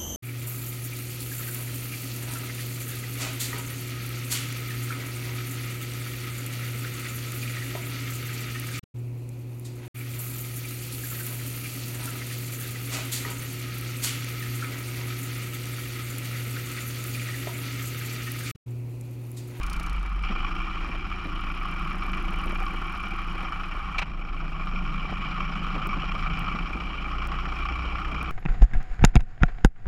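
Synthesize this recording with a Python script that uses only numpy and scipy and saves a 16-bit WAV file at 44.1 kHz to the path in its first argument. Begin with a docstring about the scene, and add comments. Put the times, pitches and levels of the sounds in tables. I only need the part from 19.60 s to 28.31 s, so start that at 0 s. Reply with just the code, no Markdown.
"""A four-stroke racing kart engine, heard from inside a small camera housing bolted to the kart's nose.
It coasts into a corner, picks up on its slipping clutch, then pulls away, its firings making the frame
drone and growl. Engine shake and asphalt rattle the housing over a bed of tyre roar and air hiss.
Bumps thud, grit ticks, both axles bang over a seam, and the exhausts of two nearby karts puff faintly."""
import sys
import numpy as np
from scipy import signal
from scipy.fft import rfft, irfft, next_fast_len
from scipy.io import wavfile
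from scipy.ndimage import uniform_filter1d

SR = 44100
rng = np.random.default_rng(int(sys.argv[2]) if len(sys.argv) > 2 else 0)


def file_out(sig):
    """Save sig as 16-bit WAV at sys.argv[1]."""
    # one column per channel
    cols = np.atleast_2d(sig).T
    # limit, then scale
    lim = np.clip(cols, -1, 1)
    pcm = np.round(lim * 32767).astype(np.int16)
    wavfile.write(sys.argv[1], SR, pcm)


N = 384111


def from_db(db):
    return 10 ** (np.asarray(db) / 20)


def unit_rms(x):
    return x / np.sqrt(np.mean(x ** 2) + 1e-20)


def automation(rows):
    """One curve per column after the time column, with a value at every sample."""
    times, *columns = np.transpose(rows)
    return [np.interp(np.arange(N) / SR, times, column) for column in columns]


def equalise(x, spectrum):
    """Shapes a sound with an EQ curve that rolls off steeply beyond its ends."""
    size = next_fast_len(N + 8192)
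    octave = np.log2(np.maximum(np.arange(size // 2 + 1) * SR / size, 1))
    hz, db = np.transpose(spectrum)
    octaves_outside = np.maximum(np.log2(hz[0]) - octave, 0) + np.maximum(octave - np.log2(hz[-1]), 0)
    gain = from_db(np.interp(octave, np.log2(hz), db) - 16.7 * octaves_outside)
    return irfft(rfft(x, size) * gain, size)[:N]


def drift(rate_hz):
    """Smooth random modulation at unit RMS."""
    pole = np.exp(-40 * np.pi * rate_hz / SR)   # runs at one step per 20 samples
    slow = signal.lfilter([1], [1, -2 * pole, pole * pole], rng.standard_normal(N // 20 + 3002))[3000:]
    return np.interp(np.arange(N) / 20, np.arange(len(slow)), unit_rms(slow))


def triggers(hits, gain_db=0):
    """A one-sample kick for each listed hit."""
    kicks = np.zeros(N)
    for at_s, db in hits:
        kicks[int(at_s * SR)] = from_db(db + gain_db)
    return kicks


def die_away(kicks, decay_s):
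    """Gives each kick an exponential tail."""
    return signal.lfilter([1], [1, -np.exp(-1 / (decay_s * SR))], kicks + 1e-18)


def levelled(x):
    """Rides the gain to unit level over every eighth of a second; faster detail stays."""
    return x / np.sqrt(np.abs(uniform_filter1d(x * x, SR // 8)) + 1e-12)


# Low-end shake by engine speed:
# (firing rate [Hz], firing order [dB], crank order [dB], third order [dB])
SHAKE_LEVELS = [(22.3, -45, -25, -57), (23.4, -30.5, -26.5, -40.5), (25.4, -29, -43.5, -48.5),
                (27.5, -28.5, -38.5, -42), (28.87, -31, -38.5, -57), (29.1, -29, -34.5, -49),
                (31.2, -31, -31.5, -47)]
def engine_shake(cycle, firing_hz):
    """Firing and crank imbalance shake the chassis; the crank turns twice per firing."""
    speeds, *levels = np.transpose(sorted(SHAKE_LEVELS))
    firing_db, crank_db, third_db = [np.interp(firing_hz, speeds, db) for db in levels]
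    phase = 2 * np.pi * cycle
    firing = from_db(firing_db - 1.5 * drift(1)) * np.cos(phase)
    crank = from_db(crank_db + 1.5 * drift(1.4)) * np.sin(2 * phase)
    return firing + crank + from_db(third_db) * np.cos(3 * phase)


def engine_orders(cycle, firing_hz, orders, spectrum, tilt_db=0):
    """Harmonics of the firing rate swell as they sweep through resonances, wavering in level and timing."""
    wander_cycles = 0.0085
    out = 0
    for order in orders:
        db = np.interp(order * firing_hz, *np.transpose(spectrum))
        db += tilt_db * np.log2(order / np.mean(orders))
        turns = order * (cycle + wander_cycles * drift(7.7)) + rng.random()
        out = out + from_db(db + 2.4 * drift(7)) * np.cos(2 * np.pi * turns)
    return unit_rms(out)


# Drone fader, loudest on the way out of the corner: (time [s], level [dB], tilt [dB/octave])
DRONE_RIDE = [(0, -52, 6), (.2, -44.5, 3), (.5, -50, -1), (.75, -43, -4), (1.5, -46.5, 7), (2.25, -42.5, 5),
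              (3.6, -46, 23), (4.6, -46, -10), (5.35, -39, -4), (6.1, -37, -4), (6.85, -39, -4),
              (7.15, -43, 9), (7.65, -40.5, 5), (8.1, -46, 0), (8.71, -41.5, -5)]
# Body resonance of the frame: (frequency [Hz], gain [dB])
DRONE_EQ = [(95, -28), (115, -8), (130, -7), (153, 2.5), (168, 3), (185, 1), (208, -10.5), (240, -25)]
def frame_drone(cycle, firing_hz, waver_db):
    """The frame hums along with engine orders 4 to 8."""
    level_db, tilt_db = automation(DRONE_RIDE)
    return from_db(level_db + waver_db) * engine_orders(cycle, firing_hz, range(4, 9), DRONE_EQ, tilt_db)


# Growl fader: (time [s], level [dB])
GROWL_RIDE = [(0, -54), (.62, -58), (.72, -48), (2.9, -48), (3.6, -53), (4.5, -55.5), (6, -54.5),
              (7.5, -51), (8.71, -49.5)]
# Low-mid colour of the growl: (frequency [Hz], gain [dB])
GROWL_EQ = [(235, -2.5), (270, -8), (295, -0.5), (325, -1.5), (350, -0.5), (380, -10), (430, -8)]
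def frame_growl(cycle, firing_hz):
    """Engine orders 9 to 14 make the frame growl."""
    level_db, = automation(GROWL_RIDE)
    return from_db(level_db) * engine_orders(cycle, firing_hz, range(9, 15), GROWL_EQ)


# Coarse asphalt: (centre [s], half length [s], tyre roar boost [dB], heave boost [dB])
ROUGH_PATCHES = [(.22, 0.2, 3, 0), (1.276, .1, 4, 4), (2.785, 0.4, 3.5, 9), (3.814, 0.074, 4.5, 1),
                 (5.508, 0.058, 3.5, 8), (6.164, 0.022, 9.5, 0), (6.372, 0.036, 5, 0),
                 (7.175, 0.13, 2.5, 9.5), (8.6, 0.17, 3, -2)]
def rough_patches():
    """Each coarse patch gives a smooth swell: boost curves in dB for tyre roar and heave."""
    t = np.arange(N) / SR
    return sum(np.outer(boosts_db, np.exp(-((t - centre_s) / half_s) ** 2))
               for centre_s, half_s, *boosts_db in ROUGH_PATCHES)


# Heave fader: (time [s], level [dB])
HEAVE_RIDE = [(.55, -36), (1.0, -36), (2.0, -39.5), (2.4, -42), (3.7, -41.5), (4.35, -34.5), (5.1, -40),
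              (6.2, -37), (6.85, -33), (7.45, -46.5), (8.1, -35), (8.71, -37)]
# Sub-bass weight of the heave: (frequency [Hz], gain [dB])
HEAVE_EQ = [(14, -10), (22, -2.5), (38, 8), (60, -8), (90, -16.5), (130, -20.5)]
def chassis_heave(boost_db):
    """The chassis heaves on the asphalt with a deep rumble."""
    level_db, = automation(HEAVE_RIDE)
    return from_db(level_db + boost_db) * levelled(equalise(rng.standard_normal(N), HEAVE_EQ))


# Hollow colour of the frame: (frequency [Hz], gain [dB])
BOOM_EQ = [(90, -29), (125, -16), (150, -17.5), (172, -2.5), (200, 1), (235, -18.5), (290, -27.5)]
def road_boom(waver_db):
    """Road noise booms in the frame, riding 6 dB under the drone."""
    drone_db, _ = automation(DRONE_RIDE)
    return from_db(drone_db + waver_db - 6) * levelled(equalise(rng.standard_normal(N), BOOM_EQ))


# Tyre tone before and after the seam: (frequency [Hz], gain [dB])
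SMOOTH_TRACK_EQ = [(200, -3), (260, -2), (340, 0.5), (410, -6.5), (500, -10.5), (680, -6.5), (1000, -3),
                   (2000, -9)]
WORN_TRACK_EQ = [(200, -12.5), (260, 2.5), (340, -2.5), (410, -7.5), (500, -9), (680, -6.5), (1000, -7),
                 (2000, -21)]
def tyre_roar(rattle_swing_db, boost_db):
    """The tyres roar on the asphalt, turning duller on the worn stretch past the seam."""
    worn_from_s = 4.42
    tread = rng.standard_normal(N) * from_db(3.66 * drift(32))
    smooth = levelled(equalise(tread, SMOOTH_TRACK_EQ))
    worn = levelled(equalise(tread, WORN_TRACK_EQ))
    surface = np.where(np.arange(N) / SR < worn_from_s, smooth, worn)
    return from_db(-46.5 + 0.51 * rattle_swing_db + boost_db) * surface


# Airy top end: (frequency [Hz], gain [dB])
HISS_EQ = [(3000, 8), (6000, 2.5), (9000, -3.5), (11000, -7), (15500, -10)]
def air_hiss(rattle_swing_db):
    """Passing air gives a fluttering hiss that rises and falls with the rattle."""
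    air = rng.standard_normal(N) * from_db(3.9 * drift(60))
    return from_db(-68.5 + 0.63 * rattle_swing_db) * unit_rms(equalise(air, HISS_EQ))


# How strongly each firing pulses in the rattle: (time [s], strength [dB])
FIRING_KICK_RIDE = [(0, -19), (.62, -9), (.64, -26.5), (2.3, -3), (3.3, -6), (4.4, -10), (4.5, -3),
                    (4.9, -2.5), (5.2, -10.5), (7, 0.5), (7.3, -3), (8, -3), (8.71, -4)]
def firing_kicks(cycle, uneven_db, jitter_s):
    """One kick for each power stroke, never quite alike in strength or timing."""
    kick_db, = automation(FIRING_KICK_RIDE)
    ignition = .535   # share of the engine cycle
    strokes = np.flatnonzero(np.diff(np.floor(cycle - ignition)))
    strength, lateness = rng.standard_normal((len(strokes), 2)).T
    onsets = np.clip(strokes + (lateness * jitter_s * SR).astype(int), 0, N - 1)
    kicks = np.zeros(N)
    kicks[onsets] = from_db(kick_db[strokes] + uneven_db * np.clip(strength, -2, 2))
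    return kicks


def chatter(taps_per_s, spread_db):
    """Loose contacts strike at uneven moments: clicks, their buzzing tails and a noise bed."""
    strikes = rng.random(N) < taps_per_s / SR
    taps = strikes * from_db(spread_db * np.clip(rng.standard_normal(N), -2, 2))
    buzz = np.sqrt(die_away(taps ** 2, decay_s=0.0018)) * rng.standard_normal(N)
    clicks = taps * rng.choice([-1, 1], N)
    return unit_rms(unit_rms(clicks) + unit_rms(buzz) + from_db(-0.5) * rng.standard_normal(N))


def lull(kicks, lead_s, depth_db):
    """Ducking gain: the housing lifts off its mount and falls quiet just before it strikes."""
    ahead = die_away(np.sign(kicks)[::-1], decay_s=lead_s)[::-1]
    return from_db(depth_db * np.minimum(ahead, 1))


# Boxy resonances of the housing: (frequency [Hz], bandwidth [Hz], gain [dB])
HOUSING_MODES = [(620, 163, -28.5), (779.4, 92, -7.5), (1159, 119, 0.5), (1243, 135.6, 3.5),
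                 (1333, 119, -2.5), (1380, 97, -16), (1888, 290, -12), (2358, 134, 1.5), (2457, 152, -5.5),
                 (2684, 174, -7), (2970, 213, -6), (3107, 110, -11.5), (3764, 610, -22.5), (4180, 260, -40),
                 (4070, 170, -50), (5065, 185, -22.5), (5386, 360, -23), (6280, 780, -38),
                 (7210, 104, -34.5), (8360, 1800, -52)]
def housing_ring(force, hardness_db, wander_db):
    """A force rings the housing; the contact point wanders, and hard contacts favour the upper modes."""
    out = np.zeros(N)
    for hz, width_hz, db in HOUSING_MODES:
        band = signal.butter(2, [hz - width_hz / 2, hz + width_hz / 2], "band", fs=SR, output="sos")
        upper_share = np.clip(np.log2(hz / 1350), 0, 1)
        gain = from_db(db + upper_share * hardness_db + wander_db * drift(30.6))
        out += signal.sosfilt(band, force) * gain
    return out * np.sqrt(SR / 2 / 520)   # make-up gain: the main modes pass only a slice of the noise


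# Rattle loudness, ducking just after the seam bang and then recovering:
# (time [s], level [dB], contact hardness [dB])
RATTLE_RIDE = [(0, -41, -1.5), (.35, -42, 0), (.62, -44.5, -1), (.64, -36.5, 0.5), (.95, -37, -1),
               (1.4, -40, 0.5), (2.5, -37, -2.5), (3.6, -37.5, -2.5), (4.42, -38, -3.5), (4.45, -45.5, -2),
               (5.0, -39, -2.5), (5.8, -37, 0), (6.95, -35, -2), (7.1, -38.5, -1), (8.05, -35.5, -2),
               (8.71, -37, -2)]
# Hard knocks of the housing in its mount: (time [s], force [dB])
KNOCKS = [(0.636, -28), (0.846, -26), (2.5314, -21.5), (2.954, -23.5), (3.064, -25.5), (3.921, -25.5),
          (4.033, -26), (5.07, -27), (5.379, -30), (5.804, -29), (6.066, -29), (6.289, -28), (6.396, -26.5),
          (6.624, -26), (6.699, -30), (7.267, -34), (7.716, -25.5), (7.852, -25.5), (7.918, -28),
          (8.052, -28), (8.085, -24), (8.12, -25.5), (8.153, -31), (8.446, -25.5), (8.543, -25)]
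def housing_rattle(cycle):
    """Each firing throws the housing at its mount: lull, smack, settling chatter. Knocks add accents."""
    level_db, hardness_db = automation(RATTLE_RIDE)
    kicks = firing_kicks(cycle, uneven_db=1.4, jitter_s=.0004)
    knocks = triggers(KNOCKS)
    unrest = np.sqrt(die_away(kicks ** 2, decay_s=0.019) + 0.27)
    settling = unrest * chatter(taps_per_s=380, spread_db=2.0) * lull(kicks, lead_s=0.0045, depth_db=-3.5)
    smack = np.sqrt(die_away(kicks ** 2, decay_s=0.0039)) * rng.standard_normal(N)
    rattle = levelled(smack + settling) * from_db(level_db) * lull(knocks, lead_s=0.011, depth_db=-4.5)
    slam = die_away(knocks, decay_s=0.0031) * rng.standard_normal(N)
    return housing_ring(rattle + slam, hardness_db, wander_db=2.0)


def exhaust(speed, ride, spectrum, puff_s, uneven_db, sizzle_db):
    """Each opening of the exhaust valve lets out a short sharp puff, with a sizzle in between."""
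    firing_hz, = automation(speed)
    level_db, = automation(ride)
    in_earshot = np.arange(N) / SR >= speed[0][0]
    fires = np.diff(np.floor(np.cumsum(firing_hz * in_earshot) / SR), prepend=0)
    strength = from_db(uneven_db * np.clip(rng.standard_normal(N), -1, 1))
    openings = die_away(fires * strength, decay_s=.0006)
    flow = unit_rms(die_away(openings, puff_s)) + from_db(sizzle_db + 3.3 * drift(80))
    return from_db(level_db) * unit_rms(equalise(flow * rng.standard_normal(N), spectrum))


# Revs of the kart being passed: (time [s], firing rate [Hz])
PASSED_REVS = [(0, 32), (.06, 30.2), (.36, 30.3), (1.3, 31)]
# Its fade-out: (time [s], level [dB])
PASSED_RIDE = [(0, -50.5), (.13, -50.5), (.3, -57.5), (.38, -62.5), (.6, -69.5), (1.3, -71), (1.6, -100)]
# Its thin exhaust tone: (frequency [Hz], gain [dB])
PASSED_EQ = [(2500, -11), (4200, 3), (6500, -1.5), (8000, -6), (9200, -1.5), (11000, -7.5), (13000, -11),
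             (15500, -14)]
def passed_kart():
    """The exhaust of a kart being passed spits and fades away."""
    return exhaust(PASSED_REVS, PASSED_RIDE, PASSED_EQ, puff_s=0.0038, uneven_db=3.0, sizzle_db=-12.5)


# Bumps in the track: (time [s], relative level [dB])
BUMPS = [(0.704, -25.5), (1.291, -34), (1.654, -29), (2.862, -30), (2.925, -30), (4.422, -35), (6.268, -26),
         (6.948, -28.5), (7.155, -28), (7.74, -38), (8.25, -32), (8.522, -35)]
# Dull body of a thud: (frequency [Hz], gain [dB])
THUD_EQ = [(130, -6), (190, 8.5), (290, -2), (400, -4), (600, -8), (900, -10.5), (1500, -30)]
def chassis_thuds():
    """With no springs, each bump goes straight into the frame as a short dull blow."""
    envelope = die_away(triggers(BUMPS, gain_db=14.0), decay_s=0.012)
    return equalise(envelope * rng.standard_normal(N), THUD_EQ)


# Stone hits: (time [s], relative level [dB])
GRIT_HITS = [(1.291, -49), (2.8594, -38), (3.8267, -48), (6.271, -34), (6.7935, -36), (7.673, -37),
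             (8.6288, -33)]
# Crisp edge of a tick: (frequency [Hz], gain [dB])
GRIT_EQ = [(2000, -2), (6000, -6), (9500, -0.5), (12000, -7), (15500, 1)]
def grit_ticks():
    """Tiny stones flick the housing with single dry ticks."""
    clicks = triggers(GRIT_HITS, gain_db=6.5)
    tails = 0.56 * die_away(clicks, decay_s=0.00067) * rng.standard_normal(N)
    return equalise(clicks + tails, GRIT_EQ)


# Revs of the chasing kart: (time [s], firing rate [Hz])
CHASER_REVS = [(1.3, 34.7), (2.2, 36.94), (3.3, 37.44), (4.4, 35.75)]
# Its swell and fade: (time [s], level [dB])
CHASER_RIDE = [(1.3, -79), (1.8, -71.5), (2.9, -65.5), (3.4, -67), (4.3, -78.5), (4.6, -100)]
# Its exhaust tone, all treble: (frequency [Hz], gain [dB])
CHASER_EQ = [(6000, -8.5), (8000, -14), (9000, -6.5), (9400, -10), (10000, -4), (10900, -12), (11450, -10),
             (12000, -13), (13100, -13), (14000, -17), (15500, -24)]
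def chasing_kart():
    """The exhaust of a kart close behind ticks faintly."""
    return exhaust(CHASER_REVS, CHASER_RIDE, CHASER_EQ, puff_s=0.0015, uneven_db=2.5, sizzle_db=-9.5)


# Front, then rear wheels hit the seam: (time [s], level [dB], hold [s], tilt [dB/octave])
SEAM_HITS = [(4.384, -23.5, .012, 3), (4.418, -27, .011, -1)]
# Clatter of the bodywork: (frequency [Hz], gain [dB])
CLATTER_EQ = [(400, -19.5), (900, 2), (1300, 0.5), (1750, -3), (2100, -3), (2400, 10), (2750, -1),
              (3500, -15), (4050, -9), (4600, -20), (5600, -21), (6500, -29), (9000, -40), (15000, -55)]
def seam_bangs():
    """Each axle slams over the joint and sets the bodywork clattering."""
    t, out = np.arange(N) / SR, np.zeros(N)
    for at_s, level_db, hold_s, tilt_db in SEAM_HITS:
        spectrum = [(hz, db + tilt_db * np.log2(hz / 2000)) for hz, db in CLATTER_EQ]
        clatter = unit_rms(equalise(rng.standard_normal(N), spectrum))
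        attack = np.exp(np.minimum(t - at_s, 0) / 0.0016)
        release = np.exp(-np.maximum(t - at_s - hold_s, 0) / 0.0046)
        out += from_db(level_db) * clatter * attack * release
    return out


# Revs of the kart we ride on: (time [s], firing rate [Hz])
REVS = [(0, 23.59), (0.2, 23.69), (0.6, 21.89), (0.72, 26.37), (1.1, 26.57), (1.5, 27.56), (2.3, 26.74),
        (3.5, 26.75), (4, 26.09), (5.6, 25.99), (6.4, 26.89), (8.3, 30.5), (8.71, 31.29)]
def scene():
    """Mono mix of engine, road and rattle, with the nearby karts and the hits from the track."""
    firing_hz, = automation(REVS)
    cycle = np.cumsum(firing_hz) / SR
    rattle_db, _ = automation(RATTLE_RIDE)
    rattle_swing_db = rattle_db - rattle_db.mean()   # tyres and air follow a share of it
    waver_db = 1.65 * drift(14)   # drone and boom waver together
    roar_boost_db, heave_boost_db = rough_patches()
    mix = engine_shake(cycle, firing_hz)
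    mix += frame_drone(cycle, firing_hz, waver_db) + frame_growl(cycle, firing_hz)
    mix += chassis_heave(heave_boost_db) + road_boom(waver_db)
    mix += tyre_roar(rattle_swing_db, roar_boost_db) + air_hiss(rattle_swing_db)
    mix += housing_rattle(cycle)
    mix += passed_kart() + chasing_kart()
    mix += chassis_thuds() + seam_bangs() + grit_ticks()
    return mix[None]


def record(dry):
    """Soft clipping rounds the peaks, then a steep low-pass cuts the very top."""
    cutoff_hz = 15800
    lowpass = signal.ellip(10, .2, 80, cutoff_hz, fs=SR, output="sos")
    return signal.sosfilt(lowpass, .3 * np.tanh(dry / 0.29))


dry = scene()
out = record(dry)
file_out(out)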